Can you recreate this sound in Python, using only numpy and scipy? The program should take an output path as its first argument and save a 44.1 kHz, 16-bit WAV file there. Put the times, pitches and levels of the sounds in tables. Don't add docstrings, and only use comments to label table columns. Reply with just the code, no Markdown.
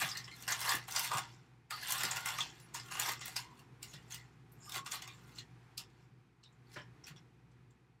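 import sys
import numpy as np
from scipy import signal
from scipy.fft import rfft, irfft
from scipy.io import wavfile
from scipy.ndimage import uniform_filter1d

SR = 44100
rng = np.random.default_rng(int(sys.argv[2]) if len(sys.argv) > 2 else 0)


def invert_db(x):
    u = np.asarray(x, float) / 20
    return 10 ** u


def to_wav(s):
    ch = np.atleast_2d(s).T
    pcm = np.round(np.clip(ch, -1, 1) * 32767)
    wavfile.write(sys.argv[1], SR, pcm.astype(np.int16))


N = 352800
TIME = np.arange(N) / SR


def crinkle():
    # (hardest moment [s], crinkle [dB], swell over 30 dB [s], fade over 30 dB [s],
    # hollow re crinkle [dB])
    rim = [(0.02, -35.5, 0.49, 0.09, -3), (0.436, -51, 0.21, 0.036, -5.5), (0.518, -40, 0.037, 0.089, 1),
           (0.714, -34, 0.28, 0.14, 3), (0.97, -36, 0.081, 0.19, 0), (1.05, -36.5, 0.068, 0.1, -8.5),
           (1.19, -42.5, 0.19, 0.021, -20), (1.91, -37.5, 0.12, 0.26, -2), (2.26, -41, 0.021, 0.31, 2),
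           (2.62, -66.5, 0.31, 0.2, -19), (2.99, -51.5, .12, 0.35, 0.5), (3.26, -50, 0.024, 0.35, -8),
           (3.362, -39.5, 0.008, 0.12, -4), (3.6, -68, .15, 0.11, 3), (3.826, -57, 0.021, 0.4, -6.5),
           (4.7, -66.5, 0.25, 0.15, 7), (4.92, -39, .018, 0.091, -18), (4.944, -42, 0.065, 0.097, 1),
           (0.885, -48, 0.023, 0.26, 3.5), (5.8, -66, .015, 0.085, 9)]
    dig = [(0.06, -43, .05, .3, -5), (0.48, -34.5, 0.0056, 0.099, -1.5), (1.118, -43.5, 0.023, .16, 15.5),
           (1.3, -72, .2, .2, 3), (1.71, -46, 0.013, 0.29, 2), (1.83, -46.5, 0.069, 0.23, -30),
           (2.01, -44, 0.14, 0.56, 0.5), (2.17, -45.5, 0.36, 0.19, 2.5), (2.912, -49, .012, 0.2, -3),
           (2.75, -41.5, 0.017, 0.13, -3.5), (3.09, -36.5, 0.27, 0.11, -1),
           (4.106, -53.5, 0.0072, 0.22, -9), (4.766, -38, 0.077, 0.059, -4), (4.864, -42, .012, 0.052, 0),
           (5.3, -68.5, 1, 0.34, 2.5), (6.746, -55, 0.082, 0.02, -10), (7.082, -50, 0.031, 0.053, -12)]
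    press = [(1.22, -56, .03, .3, -6), (2.41, -42, 0.094, .125, -14), (3.215, -46, .012, .15, -12),
             (3.942, -50.5, .04, 0.047, -23.5), (5.02, -58, .025, 0.26, -3),
             (5.39, -47.5, 0.069, 0.051, -20), (6.02, -75.5, 0.63, 0.15, 1), (6.765, -56, 0.015, 0.11, -2),
             (6.8, -65, .05, 0.051, 8), (7.04, -65.5, 0.0099, 0.12, 2), (7.162, -72, .012, 0.13, 4.5)]
    flick = [
        (5.778, -43, 0.007, .07, -40),
        (4.146, -52, 0.081, 0.078, -16),
    ]
    # (table, upper hollow [dB], crisp top re crinkle [dB],
    # share of the hollow level that the upper hollow follows [0-1])
    kinds = [(rim, -5, -2.5, 0.05), (dig, -4, -5, 0.09), (press, -3, -16, 0.77), (flick, -25, -3, 0.05)]

    shared = 0.59 * fibres(700, 2.94) * invert_db(3.6 * walk(70))
    body = hollow(shared + 0.6 * fibres(3000, 3.24), shifting_db=3.5)
    deep = level(band(body, 260, 1400, order=4), 0)
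    upper = level(band(body, 1410, 3000, order=4), 0)
    mid = level(patches(2600, 7600, count=14, shared=shared, patchy_db=4.0, sharpness=7.6, tilt=0.55), 0)
    top = level(patches(7600, 14600, count=11, shared=shared, patchy_db=3.5, sharpness=9.9, tilt=1.0), 0)

    out = np.zeros(N)
    for table, upper_db, top_db, follows in kinds:
        out += mid * np.sqrt(strokes(table, colour_db=0, hollow_share=0, lingers=1))
        out += deep * np.sqrt(strokes(table, colour_db=-2.5, hollow_share=1, lingers=0.94))
        out += upper * np.sqrt(strokes(table, colour_db=upper_db, hollow_share=follows, lingers=1.08))
        out += top * np.sqrt(strokes(table, colour_db=top_db, hollow_share=0, lingers=0.68))
    return out * invert_db(-4.5)


def strokes(table, colour_db, hollow_share, lingers):
    power = np.zeros(N)
    for s, db, swell, fade, hollow_db in table:
        near = slice(max(int((s - 1.2 * swell) * SR), 0), int((s + 3 * fade) * SR))
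        late = TIME[near] - s
        fading = (np.abs(late) / (fade * lingers)) ** 1.137
        spans = np.where(late < 0, -late / swell, fading)
        power[near] += invert_db(db + colour_db + hollow_share * hollow_db - 30 * spans) ** 2
    return power


def fibres(rate, spread_db, size=N):
    size_db = spread_db * np.minimum(rng.exponential(size=size), 3.0)
    return (rng.random(size) < rate / SR) * rng.standard_normal(size) * invert_db(size_db)


def patches(lo_hz, hi_hz, count, shared, patchy_db, sharpness, tilt):
    pitches = lo_hz * (hi_hz / lo_hz) ** ((np.arange(count) + rng.random(count)) / count)
    gains = shifting(count=count, rate=55, depth_db=patchy_db)
    out = np.zeros(N)
    for hz, gain in zip(pitches, gains):
        out += ring(shared + fibres(300, 2.6), hz, sharpness) * gain / hz ** tilt
    return out


def hollow(x, shifting_db):
    # (frequency [Hz], width [Hz], level [dB])
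    bag = [(765, 36, -6), (952, 31, -0.5), (1050, 50, -5), (1222, 74, -0.5), (1312, 28, -10.5),
           (1412, 50, -1.5), (1616, 47, -10), (1744, 90, 0), (2053, 110, -7), (2220, 11, -15),
           (2410, 60, -18)]
    gains = shifting(count=len(bag), rate=12, depth_db=shifting_db)
    modes = np.zeros(len(x))
    for k, (hz, width, db) in enumerate(bag):
        modes += (-1) ** k * invert_db(db) * gains[k] * resonate(x, hz, width)
    direct = invert_db(-10.0) * x
    return band(modes + direct, 710, 2700, order=4) + invert_db(-22.0) * band(x, 350, 650, order=2)


def snaps():
    table = creases()
    strain_s, size = 0.006, 2048
    out, knocks = np.zeros(N + size), np.zeros(N + size)
    t = TIME[:size] - strain_s
    after = np.maximum(t, 0)
    strain = invert_db(-11) * np.exp(np.minimum(t, 0) / 0.0031) * np.exp(-after / 0.011)
    release = (1 - np.exp(-after / 0.0004)) * np.exp(-after / 0.0009)
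    for s, db, body_db, top_db, hz, patch_db in table:
        noise = rng.standard_normal(size)
        burst = noise * (strain + 0.95 * release)
        crack = noise * (0.7 * strain + 1.3 * release)
        neighbours_hz = 2600 * 2.925 ** ((np.arange(12) + rng.random(12)) / 12)
        neighbours = sum(ring(burst, f, 8.05) for f in neighbours_hz)
        spread = 0.92 * neighbours + invert_db(-7.5) * band(burst, 2900, 8000, order=4)
        sharpness = 5.0 + 0.35 * max(patch_db, 0)
        patch = invert_db(patch_db) * 2.57 * ring(burst, hz, sharpness)
        crisp = invert_db(top_db) * band(crack, 8400, 15600, order=3)
        i = int((s - strain_s) * SR)
        out[i:i + size] += invert_db(db + 1.0) * (spread + patch + crisp)
        knocks[i:i + size] += invert_db(db + body_db + 6.5) * burst
    return out[:N] + hollow(knocks[:N], shifting_db=8.0)


def creases():
    # (time [s], peak [dB], hollow body re peak [dB], patch [Hz])
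    folds = [(0.089, -30, -19, 5400), (0.4792, -35.5, -1, 2220), (0.5224, -22, 2, 6200),
             (0.6926, -19, -16, 4900), (0.962, -20.5, 2, 4850), (1.1161, -32.5, 4, 4730),
             (1.1356, -27.5, -14, 7550), (1.182, -25.5, 5.5, 3130), (1.8266, -45, -12, 4690),
             (1.8718, -30, -19, 2200), (2.1125, -24, 2, 6880), (2.3856, -27, 6, 2270),
             (2.5516, -57, -41, 2410), (2.86, -43.5, -10, 3260), (2.9125, -36, 6, 2940),
             (3.3645, -23.5, -2.5, 4900), (3.9372, -41, -16, 4000), (4.0263, -62, 3, 5440),
             (4.106, -44, -23.5, 6620), (4.1215, -33.5, -5, 6260), (4.7208, -29.5, -13, 3650),
             (4.742, -32, -16, 2280), (5.022, -33, -2, 3160), (5.0762, -35, 0, 2460),
             (6.7171, -56, -5, 4990), (7.0687, -38.5, -8, 2750), (7.7075, -61.5, -2.5, 7130)]
    # (time [s], peak [dB], hollow body re peak [dB], patch [Hz], crisp top re peak [dB])
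    cracks = [(0.172, -29, -2, 4520, -7.5), (0.424, -41, -9, 6300, -1), (0.8813, -37, 8, 3150, -5),
              (1.9221, -23, -1, 6100, 2), (2.0346, -23, 6, 4900, -2.5), (2.2587, -31, 9, 5900, 2),
              (2.7444, -30.5, -25, 6670, -3.5), (2.9976, -23.5, 3, 6580, 2.5),
              (3.257, -31.5, -13, 8200, 1.5), (3.2803, -35.5, 5, 7000, -1), (3.593, -47.5, -13, 2820, -6),
              (4.144, -32.5, -8, 8030, -4), (4.589, -62, -7.5, 7070, -6.5), (5.2778, -59, 14, 2860, -0.5),
              (5.7781, -31, -42, 4600, -7)]
    # (time [s], peak [dB], hollow body re peak [dB], crisp top re peak [dB])
    tears = [(0.5927, -31.5, -18.5, -8), (0.615, -25.5, -2.5, -6), (0.838, -46, -7, -11),
             (0.9094, -30.5, -22, -5), (1.0326, -32, -24, 0.5), (1.7074, -31, 0, -3.5),
             (2.6002, -48.5, -13, -7), (2.953, -39, 13, -9.5), (3.2133, -34, -2, -16),
             (3.829, -31.5, -16, -5), (4.5208, -64, -4, 12), (4.6947, -34.5, -26, -6),
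             (4.848, -50, -22, -9), (4.9183, -29, -17.5, -12.5), (5.3595, -52, -21, -8.5),
             (5.901, -60.5, -1.5, -20.5), (6.7393, -50, -11, -14), (7.5168, -61.5, 3, -26.5)]
    # (time [s], peak [dB], hollow body re peak [dB], patch [Hz], patch re peak [dB])
    ticks = [(0.0178, -23.5, -15, 2580, -2), (0.1156, -36.5, -22, 5080, 12), (0.1527, -40, 6, 4300, 10),
             (0.244, -41, -17, 5200, 8.5), (0.279, -45, 13, 3170, 18), (0.3143, -44.5, -6, 2135, 17.5),
             (2.286, -29, -13, 2200, 1), (2.4054, -26, -3, 3390, 6.5), (2.7987, -37.5, -11, 5030, 1.5),
             (4.627, -70, -5, 7400, 10), (5.3856, -39, -24.5, 4250, 7), (6.437, -60, -18, 3850, 12),
             (6.527, -70, 3, 7070, 12), (6.76, -60, 1, 2900, 18), (7.042, -50, -19, 5570, 13.5),
             (7.162, -52, -4.5, 3400, 11)]
    # (time [s], peak [dB], hollow body re peak [dB],
    # patch [Hz], crisp top re peak [dB])
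    hidden = [(0.7525, -30, -8, 7500, 4), (0.3636, -50, -15, 6500, 0), (0.5077, -33, -10, 6500, 0),
              (0.605, -32, -12, 7000, 0), (0.6504, -36, -10, 6000, 0), (1.9065, -28, -10, 6500, 0),
              (1.9811, -33, -12, 7500, 2), (2.1612, -36, -12, 5500, -2), (2.206, -40, -10, 5000, 0),
              (2.8785, -52, -15, 6700, -8), (4.756, -36, -12, 5000, -6), (1.0453, -29, -18, 3000, -2),
              (2.0515, -22.5, -25.5, 4460, -14.5), (2.5, -56, -12, 6600, -27), (3.0847, -32, 0, 2180, -7.5),
              (3.118, -36, -12, 6100, 5.5), (0.994, -23.5, -13, 5050, 1), (0.922, -32, -13.5, 6000, -4.5),
              (6.437, -51.5, -27, 4800, -24.5), (4.8621, -34.5, -13.5, 3130, -19),
              (6.8094, -62, 8, 4800, -26)]

    rows = [(s, db, body, -11, hz, -2) for s, db, body, hz in folds]
    rows += [(s, db, body, top, hz, -2) for s, db, body, hz, top in cracks]
    rows += [(s, db, body, top, 4700, -15.5) for s, db, body, top in tears]
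    rows += [(s, db, body, -23, hz, patch) for s, db, body, hz, patch in ticks]
    rows += [(s, db, body, top, hz, -4.5) for s, db, body, hz, top in hidden]
    return rows


def panels():
    # (time [s], level [dB], panel [Hz], fade over 20 dB [s])
    hums = [(0.008, -42, 1700, .09), (0.017, -34, 2500, .03), (0.148, -43, 1850, .08),
            (0.171, -45, 6100, .03), (0.171, -47, 4200, .04), (0.31, -55, 4200, .05),
            (0.434, -54, 2800, .02), (0.485, -40, 1600, .06), (0.519, -40, 3700, .012),
            (1.82, -49, 1700, .12), (2.745, -48, 950, .05), (2.745, -45, 5100, .02),
            (2.902, -48, 2750, .04), (3.035, -45, 2200, .04), (3.078, -40, 950, .04),
            (3.211, -46, 2000, .04), (3.21, -55, 5600, .04), (3.255, -49, 2000, .04), (3.28, -54, 770, .04),
            (3.39, -50, 1000, .03), (3.44, -60, 1000, .25), (3.598, -60, 780, .03), (3.826, -56, 2300, .03),
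            (3.95, -60, 1900, .06), (4.78, -48, 1100, .09), (4.865, -50, 1200, .05), (4.93, -47, 1200, .06),
            (5.06, -56, 1100, .1), (5.08, -49, 2400, .035), (5.085, -54, 3600, .05),
            (5.022, -52, 2000, .04), (4.524, -62, 12500, .03), (5.13, -68, 7300, .12),
            (5.4, -60, 1900, .05), (5.78, -57, 1250, .06), (2.497, -56, 6600, .02), (5.79, -54, 5200, .05),
            (6.431, -58, 4050, .02), (6.436, -55, 5200, .012), (6.436, -57, 2900, .012),
            (6.445, -57, 3800, .04), (6.668, -68, 4400, .025), (6.69, -68, 3600, .03),
            (6.735, -60, 5300, .07), (6.757, -49, 1700, .09), (6.76, -54, 1000, .08),
            (6.782, -57, 3100, .06), (6.81, -60, 5400, .025), (6.758, -54, 600, .06), (0.01, -46, 800, .12),
            (0.96, -42, 6000, .1), (1.72, -50, 4400, .2)]
    out, t = np.zeros(N + SR // 2), TIME[:SR // 2]
    for s, db, hz, fade in hums:
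        tone = level(ring(fibres(4000, 1.6, size=len(t)), hz, 8.5), db)
        i = int(s * SR)
        out[i:i + len(t)] += tone * (1 - np.exp(-t / 0.003)) * invert_db(-20 * t / fade)
    return out[:N]


def rubs():
    # (time [s], length [s], panel [Hz], level [dB])
    slides = [(4.62, .085, 5200, -61), (4.6, .095, 7100, -62), (4.63, .06, 8400, -67),
              (4.64, .05, 11500, -70), (7.162, .035, 5600, -67), (2.61, .06, 10200, -68),
              (2.9, .09, 6700, -58), (3.87, .06, 6800, -63), (1.703, .07, 1250, -47),
              (4.665, .06, 1200, -59), (4.14, .11, 2000, -62)]
    out = np.zeros(N)
    for s, length, hz, db in slides:
        i, n = int(s * SR), int(length * SR)
        swell = np.sin(np.pi * np.arange(n) / n) ** 0.5
        out[i:i + n] += level(ring(fibres(4000, 1.6, size=n), hz, 13.0), db) * swell
    return out


def bumps():
    # (time [s], peak [dB], boom re peak [dB], slap re peak [dB])
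    knocks = [
        (0.019, -41.5, -17.5, -16.5),
        (0.738, -44.5, -10.5, -21),
        (1.141, -44, -18, -23),
        (2.034, -47, -8.5, -20.5),
        (3.079, -57, -3.5, -25),
        (3.933, -46, -43, -33),
        (4.762, -62, -3, -26),
        (6.11, -58, -30, -42.5),
        (6.761, -48.5, -10, -18),
        (7.104, -50, -31, -30),
    ]
    size = 4096
    low, high, slap, t = np.zeros(N), np.zeros(N), np.zeros(N), TIME[:size]
    push = np.exp(-t / 0.025) * (1 - np.exp(-t / 0.0025))
    for s, db, boom_db, slap_db in knocks:
        thud = push * rng.standard_normal(size)
        i = int(s * SR)
        low[i:i + size] += invert_db(db + 24.5) * thud
        high[i:i + size] += invert_db(db + boom_db + 28.5) * thud
        slap[i:i + size] += invert_db(db + slap_db + 33.5) * thud
    return band(low, 110, 170, order=2) + band(high, 280, 570, order=2) + band(slap, 540, 2300, order=2)


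def room(x):
    t60_s, room_db, gate_s = 0.31, -6, 0.038
    t = TIME[:SR // 4]
    noise = rng.standard_normal(len(t))
    dull = band(noise, 160, 8600, order=1)
    early_bright = invert_db(4) * (noise - dull) * np.exp(-t / 0.015)
    tail = (dull + early_bright) * invert_db(-60 * t / t60_s)
    tail *= (1 - np.exp(-t / 0.0021)) / (1 + np.exp((t - gate_s) / 0.0053))
    return x + invert_db(room_db) * signal.fftconvolve(x, tail / np.sqrt(np.sum(tail ** 2)))[:N]


def kitchen():
    # (time [s], hum [dB])
    background = [(0, -56.5), (0.6, -58.5), (1.25, -58.5), (1.45, -61), (1.68, -65), (1.9, -57.5),
                  (2.6, -58.5), (3.6, -59), (4.4, -59.5), (5.3, -58.5), (5.9, -61.5), (6.35, -65.5),
                  (6.7, -61), (7.0, -60), (7.5, -63), (7.75, -64), (8, -67.5)]
    # (frequency [Hz], density [dB per Hz])
    air = [(25, -47.5), (44, -27.5), (60, -25), (95, -21), (125, -7), (196, -20.5), (350, -22), (480, -27),
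           (590, -39.5), (750, -29), (2550, -35.5), (2700, -39.5), (6000, -48), (13800, -59)]
    # (frequency [Hz], width [Hz], level [dB])
    tones = [(59.6, 3, -8.5), (120.2, 6, 2), (168.4, 25, -9.5), (356, 12, -16), (761, 30, -20),
             (1940, 40, -26), (2480, 120, -25)]

    hum_db = np.interp(TIME, *np.transpose(background))
    air_db = -81 + 1.2 * (hum_db - np.mean(hum_db))
    hum = np.zeros(N)
    for hz, width, db in tones:
        steady = 30 * np.sin(2 * np.pi * hz * TIME) / np.sqrt(SR / width)
        hum += level(resonate(rng.standard_normal(N) + steady, hz, width), db)

    air_hz, shape_db = np.transpose(air)
    f = np.maximum(np.arange(N // 2 + 1) * SR / N, 1)
    shape = invert_db(np.interp(np.log(f), np.log(air_hz), shape_db, left=-80))
    spectrum = rfft(rng.standard_normal(N)) * shape
    low = level(irfft(spectrum * (f < 600), N), -2.8) * invert_db(hum_db + walk(13))
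    high = level(irfft(spectrum * (f >= 600) * (f < 13900), N), 10.3) * invert_db(air_db + walk(8.9))
    return level(hum, -4) * invert_db(hum_db + walk(8.9)) + low + high


def level(x, db):
    return x * invert_db(db) / np.sqrt(np.mean(x ** 2))


def band(x, lo_hz, hi_hz, order=3):
    sos = signal.butter(order, [lo_hz, min(hi_hz, 0.45 * SR)], "bandpass", fs=SR, output="sos")
    return signal.sosfilt(sos, x)


def resonate(x, hz, width_hz):
    return signal.lfilter(*signal.iirpeak(hz, hz / width_hz, fs=SR), x)


def ring(x, hz, sharpness):
    return resonate(resonate(x, hz, hz / sharpness), hz, hz / sharpness)


def walk(rate):
    k = int(SR / rate)
    held = np.repeat(rng.standard_normal(N // k + 1), k)
    return 1.3 * uniform_filter1d(uniform_filter1d(held, k), k)[:N]


def shifting(count, rate, depth_db):
    gains = invert_db(depth_db * np.array([walk(rate) for _ in range(count)]))
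    return gains / np.sqrt(np.mean(gains ** 2, axis=0))


def scene():
    paper = crinkle() + snaps() + panels()
    return (room(paper) + rubs() + bumps() + kitchen())[None]


def roll_off(x):
    return signal.sosfilt(signal.butter(12, 16510, fs=SR, output="sos"), x)


def record(dry):
    cut = signal.sosfilt(signal.ellip(8, 0.2, 60, 15750, fs=SR, output="sos"), dry)
    return roll_off(cut)


dry = scene()
out = record(dry)
to_wav(out)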